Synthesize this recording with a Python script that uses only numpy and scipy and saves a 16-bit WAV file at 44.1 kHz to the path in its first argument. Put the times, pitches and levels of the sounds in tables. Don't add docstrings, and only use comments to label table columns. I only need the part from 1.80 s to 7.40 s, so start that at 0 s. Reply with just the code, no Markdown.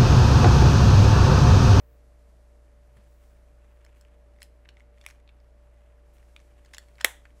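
import sys
import numpy as np
from scipy import signal
from scipy.fft import rfft, irfft, next_fast_len
from scipy.io import wavfile
from scipy.ndimage import uniform_filter1d

SR = 44100
rng = np.random.default_rng(int(sys.argv[2]) if len(sys.argv) > 2 else 0)


def dump_mix(stems):
    frames = np.atleast_2d(stems).T
    limited = np.clip(frames, -1, 1)
    pcm = np.round(limited * 32767).astype(np.int16)
    wavfile.write(sys.argv[1], SR, pcm)


def voltage_ratio(decibels):
    exponent = np.asarray(decibels, float) / 20
    return 10 ** exponent


N = 246959


def unit(x):
    return x / np.sqrt(np.mean(x ** 2))


def along(points, hz):
    p = np.array(points, float)
    return np.interp(np.log(hz + 1), np.log(p[:, 0]), p[:, 1])


def tinted(x, points):
    size = next_fast_len(len(x))
    hz = np.arange(size // 2 + 1) * SR / size
    return irfft(rfft(x, size) * voltage_ratio(along(points, hz)), size)[:len(x)]


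def band(x, lo_hz, hi_hz):
    sos = signal.butter(2, [lo_hz, min(hi_hz, .45 * SR)], "band", fs=SR, output="sos")
    return signal.sosfilt(sos, x)


def walk(rate):
    hold = int(SR / rate)
    steps = np.repeat(rng.standard_normal(N // 256), hold)[:N]
    w = uniform_filter1d(uniform_filter1d(steps, hold), hold)
    return w / w.std()


def swells(rows, rest_db):
    t = np.arange(N) / SR
    power = voltage_ratio(rest_db) ** 2
    for s, hold, db, fade in rows:
        away = np.maximum(np.maximum(s - t, t - s - hold), 0)
        power = power + voltage_ratio(db - fade * away) ** 2
    return np.sqrt(power)


def add(out, s, y):
    i = int(s * SR)
    out[i:i + len(y)] += y[:len(out) - i]


def ring(hz, width_hz, gain, count=1024):
    t = np.arange(count)[:, None] / SR
    envelope = (1 - np.exp(-2 * hz * t)) * np.exp(-np.pi * width_hz * t)
    y = (gain * envelope * np.sin(2 * np.pi * hz * t)).sum(axis=1)
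    return y / np.abs(y).max()


def chatter(ms, luck):
    t_ms = np.arange(len(luck)) / SR * 1000
    ms = max(ms, .05)
    uneven = luck * np.abs(luck) ** .5
    build = 1 - np.exp(-t_ms / (0.11 * ms))
    thin_out = np.exp(-(t_ms / (0.66 * ms)) ** 2) + 0.22 * np.exp(-t_ms / (2.5 * ms))
    return uneven * build * thin_out


def fan():
    # (f/Hz, rms level/dB, wobble/dB, wobble rate/Hz)
    tones = [(31.2, -66.5, 2, 9), (58.6, -54.5, -0.2, 12), (117.5, -77.5, 2.5, 13), (243, -87, 4.5, 4.3),
             (294, -82, 3, 3.3), (342, -85.5, 4, 5), (462, -79, 3, 19), (506, -88.5, 2, 12),
             (583.2, -69, 0.97, 7.2), (637, -81.5, 3.5, 8.6)]
    # (f/Hz, level per Hz/dB)
    air = [(15, -97), (40, -96), (80, -91.5), (120, -91), (180, -95.5), (450, -98.5), (620, -97.5),
           (900, -103), (2000, -109), (3600, -120), (9000, -126), (12500, -127), (16000, -128),
           (17000, -130)]
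    t = np.arange(N) / SR
    out = tinted(rng.standard_normal(N) * np.sqrt(SR / 2), air)
    for hz, db, wobble_db, rate in tones:
        level = np.sqrt(2) * voltage_ratio(db + wobble_db * walk(rate))
        phase = .25 * wobble_db * walk(rate) + rng.uniform(0, 2 * np.pi)
        out += level * np.sin(2 * np.pi * hz * t + phase)
    return out


def rubbing():
    # (t/s, level/dB)
    sleeves = [(0, -83), (.26, -77.5), (1.1, -80), (1.48, -75), (1.72, -81), (2.39, -85.5), (2.67, -80.5),
               (2.81, -85), (3.12, -90), (3.27, -70), (3.46, -94), (3.63, -86), (4.2, -85.5), (4.46, -76),
               (4.82, -79), (5.02, -74.5), (5.54, -80), (5.6, -72.5)]
    # (t/s, hold/s, level/dB, fade/(dB/s))
    strokes = [
        (0, .14, -79.5, 140),
        (1.35, .14, -83, 70),
        (1.91, .05, -88, 200),
        (4.46, .02, -89, 70),
        (4.7, .4, -92.5, 40),
        (5.2, .07, -87, 58.5),
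    ]
    # (t/s, hold/s, level/dB, fade/(dB/s))
    scrapes = [
        (1.22, .01, -77, 45),
        (1.48, .02, -80, 24),
        (1.93, 0.28, -73.5, 45),
        (2.97, .02, -79.5, 47),
        (3.27, 0.0092, -69, 92),
        (3.96, .03, -78.5, 28),
        (4.4, .01, -70, 138),
        (4.6, .15, -85, 30),
        (4.9, 0.1, -70.5, 52),
        (5.53, .02, -81, 39),
    ]
    rustle_db = np.interp(np.arange(N) / SR, *np.transpose(sleeves))
    rustle = unit(band(rng.standard_normal(N), 3000, 11000)) * voltage_ratio(rustle_db - 1.5 + walk(36))

    fine_hiss = unit(band(rng.standard_normal(N), 12500, 16500))
    skin = fine_hiss * voltage_ratio(walk(25)) * swells(strokes, -102)

    slips = rng.standard_normal(N) * (rng.random(N) < .03) * voltage_ratio(3.1 * walk(90))
    grit = unit(unit(band(slips, 900, 3200)) + 0.36 * unit(band(slips, 3200, 9000)))
    return rustle + skin + grit * swells(scrapes, -87)


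def tinks():
    # (t/s, peak level/dB)
    touches = [
        (1.072, -79),
        (1.125, -79),
        (1.148, -81),
        (1.164, -68),
        (1.182, -79),
    ]
    # (f/Hz, width/Hz, level/dB)
    modes = [(10700, 30, 2), (12300, 35, -5), (14600, 50, -7)]
    hz, width, mode_db = np.array(modes, float).T
    out = np.zeros(N)
    for (s, db), luck in zip(touches, rng.standard_normal((len(touches), 3))):
        add(out, s, voltage_ratio(db) * ring(hz, width, voltage_ratio(mode_db + 3 * luck), count=4096))
    return out


def thuds():
    # (t/s, peak level/dB, f/Hz, time to fade by 60 dB/s)
    bumps = [
        (1.166, -49, 110, 0.13),
        (1.185, -57, 198, 0.14),
    ]
    out, t = np.zeros(N), np.arange(8192) / SR
    for s, db, hz, t60 in bumps:
        dull = unit(band(rng.standard_normal(len(t)), 120, 1700))
        fade = np.exp(-np.log(1000) * t / t60)
        add(out, s, voltage_ratio(db) * fade * (np.sin(2 * np.pi * hz * t) + 0.24 * dull))
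    return out


def slides():
    # (t/s, length/s, level/dB, lowest f/Hz, highest f/Hz)
    slips = [(1.169, .05, -76, 900, 4500), (2.152, 0.056, -74.5, 2500, 15000),
             (2.605, .012, -71, 4500, 13000), (2.616, 0.0082, -52.5, 750, 6500),
             (2.634, 0.025, -65, 2500, 10000), (3.274, .015, -63, 1500, 9000),
             (3.286, .01, -58, 1300, 10000), (3.299, 0.011, -57, 1300, 10000),
             (4.327, .05, -71.5, 5000, 15500), (4.562, 0.0037, -58, 1410, 5500),
             (4.599, .02, -72, 1700, 8000), (4.933, 0.016, -52, 1500, 9000),
             (5.197, 0.024, -56, 1500, 6000)]
    out, t = np.zeros(N), np.arange(8192) / SR
    for (s, length, db, lo_hz, hi_hz), luck in zip(slips, rng.standard_normal((len(slips), len(t)))):
        shape = (1 - np.exp(-t / (.15 * length))) * np.exp(-(t / length) ** 2)
        grains = unit(band(luck * np.abs(luck), lo_hz, hi_hz))
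        add(out, s, voltage_ratio(db) * shape * grains)
    return out


def contacts():
    # (t/s, shell peak level/dB, ribs over shell/dB)
    faint = [(2.0454, -66, 5), (2.0912, -63, -10.1), (2.2502, -53.5, -11), (2.563, -61, -2),
             (2.587, -56, -12), (2.604, -58, -1), (2.851, -58, -6), (2.9981, -56, -2), (3.1767, -57, -15),
             (3.1832, -56, -4), (3.4017, -61, -2), (3.477, -51.5, -12), (3.602, -66.5, 5),
             (3.6446, -71, 2.1), (4.3833, -58, 1.5), (4.4282, -55.5, -14), (4.5931, -64, 7),
             (4.6178, -70, 6), (5.0444, -66, -5), (5.0854, -58.5, 2), (5.1553, -64, 8.5), (5.5054, -57, -5)]
    # (t/s, shell peak level/dB, shell f/Hz, ribs over shell/dB, steel over shell/dB)
    crisp = [(2.0488, -55.5, 1910, 2, -1), (2.064, -51, 2140, -3.5, -17), (2.211, -57.5, 1650, 5, 1.5),
             (2.6194, -37.5, 1990, 3.5, -15), (2.6295, -54.5, 2700, 14, 16.5),
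             (2.9693, -51, 2140, -6.5, -21), (3.0051, -49, 2140, -13, -20),
             (3.2395, -47.5, 1910, -5, -19.5), (3.2637, -29, 2340, -4, -5), (3.2868, -47.5, 1520, -2, -4),
             (3.3013, -46, 2490, -12, -16), (3.3092, -49.5, 1730, 1.5, -10),
             (3.4909, -48.5, 2510, -18, -26), (4.5636, -37, 2280, -6, -22), (4.937, -37, 1950, -2.5, -14),
             (4.9826, -34.5, 1900, 4, -2.5), (5.1902, -47, 1730, -17.5, -25.5),
             (5.2119, -32.5, 1760, 3.5, -9.5)]
    # (t/s, shell peak level/dB, shell f/Hz, ribs over shell/dB, steel over shell/dB)
    loose = [(1.169, -63, 1900, 2, 0.5), (2.8555, -50.5, 1920, -16, -26), (2.8891, -42, 2770, -6.5, -19.5),
             (3.2126, -51, 2700, 1, -12), (3.2495, -50, 2130, -8, -13), (4.6007, -56, 1960, -2.1, -16),
             (4.848, -54, 1960, -2, -11), (4.8594, -59.5, 1800, 4.5, -5), (4.946, -46, 2100, 7, -8),
             (4.9673, -50, 2800, -5, -6.5), (5.1824, -49, 2170, -6.5, -19),
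             (5.1989, -46.5, 1790, -13, -20.5), (5.2083, -33, 1808, -12, -22.5),
             (5.4534, -46, 1760, -12, -26)]
    rows = []
    for s, db, rib in faint:
        rows.append((s, db, 2130, .08, db + rib, db + rib - 8.5, 1))
    for table, usual_ms in ((crisp, 1.75), (loose, 3.3)):
        for s, db, hz, rib, steel in table:
            ms = usual_ms * voltage_ratio(.2 * (-45.5 - db - max(rib, 0)))
            rows.append((s, db, hz, 0, db + rib, db + steel, ms))
    return sorted(rows)


def ticks():
    # (f/Hz, width/Hz)
    ribs = [(3400, 500), (4300, 550), (5400, 700), (6400, 1100)]
    # (f/Hz, width/Hz, level/dB)
    steel_parts = [(7810, 600, 1), (9000, 1200, -4), (10500, 800, -5), (12700, 1100, -7),
                   (14500, 1600, -7.5)]
    rib_hz, rib_width = np.array(ribs, float).T
    steel_hz, steel_width, steel_tone_db = np.array(steel_parts, float).T
    shell_ratio, shell_width = np.array([.6, 1, 1.3]), np.array([700, 480, 800])
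    shell_gain = voltage_ratio(np.array([-6, 0, -4]))
    out = np.zeros(N)
    rows = contacts()
    for row, luck in zip(rows, rng.standard_normal((len(rows), 1024))):
        s, shell_db, hz, scatter, rib_db, steel_db, ms = row
        hz = hz * (1 + scatter * luck[-1])
        shell = ring(hz * shell_ratio, shell_width, shell_gain)
        rib = ring(rib_hz * (1 + 0.059 * luck[-4:]), rib_width, voltage_ratio(1.5 * luck[-8:-4]))
        steel_gain = voltage_ratio(steel_tone_db + 2.7 * luck[-18:-13])
        steel = ring(steel_hz * (1 + 0.052 * luck[-13:-8]), steel_width, steel_gain)
        for db, body in ((shell_db, shell), (rib_db, rib), (steel_db, steel)):
            y = signal.fftconvolve(chatter(ms, luck), body)
            add(out, s - .0003, voltage_ratio(db + 3.5) * y / np.abs(y).max())
    return band(out, 920, 17000)


def snap():
    # (t/s, blow level/dB, chatter/ms)
    latch = [
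        (5.2446, -17, 1.3),
        (5.24630, 0, .1),
        (5.24683, -4, .1),
        (5.2478, -14, 1.0),
        (5.2500, -19, 1.0),
        (5.2526, -21, 1.0),
    ]
    # (f/Hz, width/Hz, level/dB)
    lid = [(344, 300, -15.5), (750, 454, -1.35), (1230, 900, -10.5), (1900, 320, -3), (2500, 410, -7),
           (3235, 130, -9), (3790, 300, -15), (4500, 360, -16), (5800, 780, -20.5), (6620, 300, -17.5),
           (7940, 440, -17), (8620, 440, -18.5), (10140, 400, -19), (10940, 290, -18), (12800, 980, -19.5),
           (14200, 610, -19), (15000, 600, -22.5)]
    # (f/Hz, level/dB)
    wash = [(88, -63), (150, -31.5), (479, -7), (830, -4.5), (1230, -10.5), (1900, 0), (2870, -13),
            (3420, -4.5), (4690, -24), (5590, -14.5), (7970, -10.5), (10100, -13.5), (13800, -17.5),
            (15600, -20.5), (16500, -38.5)]
    start_s, landing_s = latch[0][0], latch[1][0]
    hz, width, db = np.array(lid, float).T
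    blows = np.zeros(2048)
    for (s, blow_db, ms), luck in zip(latch, rng.standard_normal((len(latch), 512))):
        rattle = chatter(ms, luck)
        rattle = ms / (ms + .5) * rattle / np.abs(rattle).max()
        rattle[0] = 1
        add(blows, s - start_s, voltage_ratio(blow_db) * rattle)

    gain = voltage_ratio(db) * width * (-1) ** np.arange(len(hz))
    front = band(signal.fftconvolve(blows, ring(hz, 1.55 * width, gain)), 260, 17000)
    front *= voltage_ratio(-.3) / front[np.abs(front).argmax()]

    around = tinted(signal.unit_impulse(512, "mid"), wash)
    around *= voltage_ratio(-1) * np.sqrt(np.sum(front ** 2) / np.sum(around ** 2))
    out = np.zeros((2, N))
    add(out[0], start_s, front)
    add(out[1], landing_s - 256 / SR, around)
    return out


def room(x):
    # (f/Hz, time to fade by 60 dB/s)
    fade_times = [(150, .25), (600, 0.27), (2000, 0.27), (4000, .3), (8000, 0.28), (15000, 0.22)]
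    # (f/Hz, level/dB)
    colour = [(150, 0.5), (2000, 4), (6000, 1), (15000, 2)]
    room_db, gap_s, bench_db, bench_s = -15, 0.0041, 4, 0.012
    t = np.arange(SR // 2) / SR
    tail = np.zeros(len(t))
    for hz in 100 * 2 ** np.arange(0, 7.6, .5):
        noise = band(rng.standard_normal(len(t)), hz / 2 ** 0.32, hz * 2 ** 0.35)
        tail += noise * np.exp(-np.log(1000) * t / along(fade_times, hz))
    onset = np.clip((t - gap_s) / 0.0016, 0, 1)
    bench = 1 + voltage_ratio(bench_db) * np.exp(-t / bench_s)
    tail = tinted(tail, colour) * onset * bench
    return voltage_ratio(room_db) * signal.fftconvolve(x, tail / np.sqrt(np.sum(tail ** 2)))[:N]


def scene():
    small = ticks() + slides() + thuds()
    front, around = snap()
    reflections = room(small + around)
    return (small + front + reflections + rubbing() + fan() + tinks())[None]


def starve(x):
    # (lowest f/Hz, silent below level/dB)
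    limits = [(12800, -97.5), (13700, -97.5), (14500, -93), (15800, -80)]
    hz, _, z = signal.stft(x, SR, nperseg=2048)
    edges = [row[0] for row in limits] + [SR]
    for (lo, db), hi in zip(limits, edges[1:]):
        rows = (hz >= lo) & (hz < hi)
        power = np.sum(np.abs(z[:, rows]) ** 2, axis=1, keepdims=True)
        z[:, rows] *= power > voltage_ratio(db) ** 2
    return signal.istft(z, SR, nperseg=2048)[1][:, :N]


def low_pass(x):
    return signal.sosfilt(signal.butter(12, 17120, fs=SR, output="sos"), x)


def record(dry):
    top_cut = signal.ellip(8, .2, 60, 16900, fs=SR, output="sos")
    mix = starve(signal.sosfilt(top_cut, dry))
    return low_pass(mix)


dry = scene()
out = record(dry)
dump_mix(out)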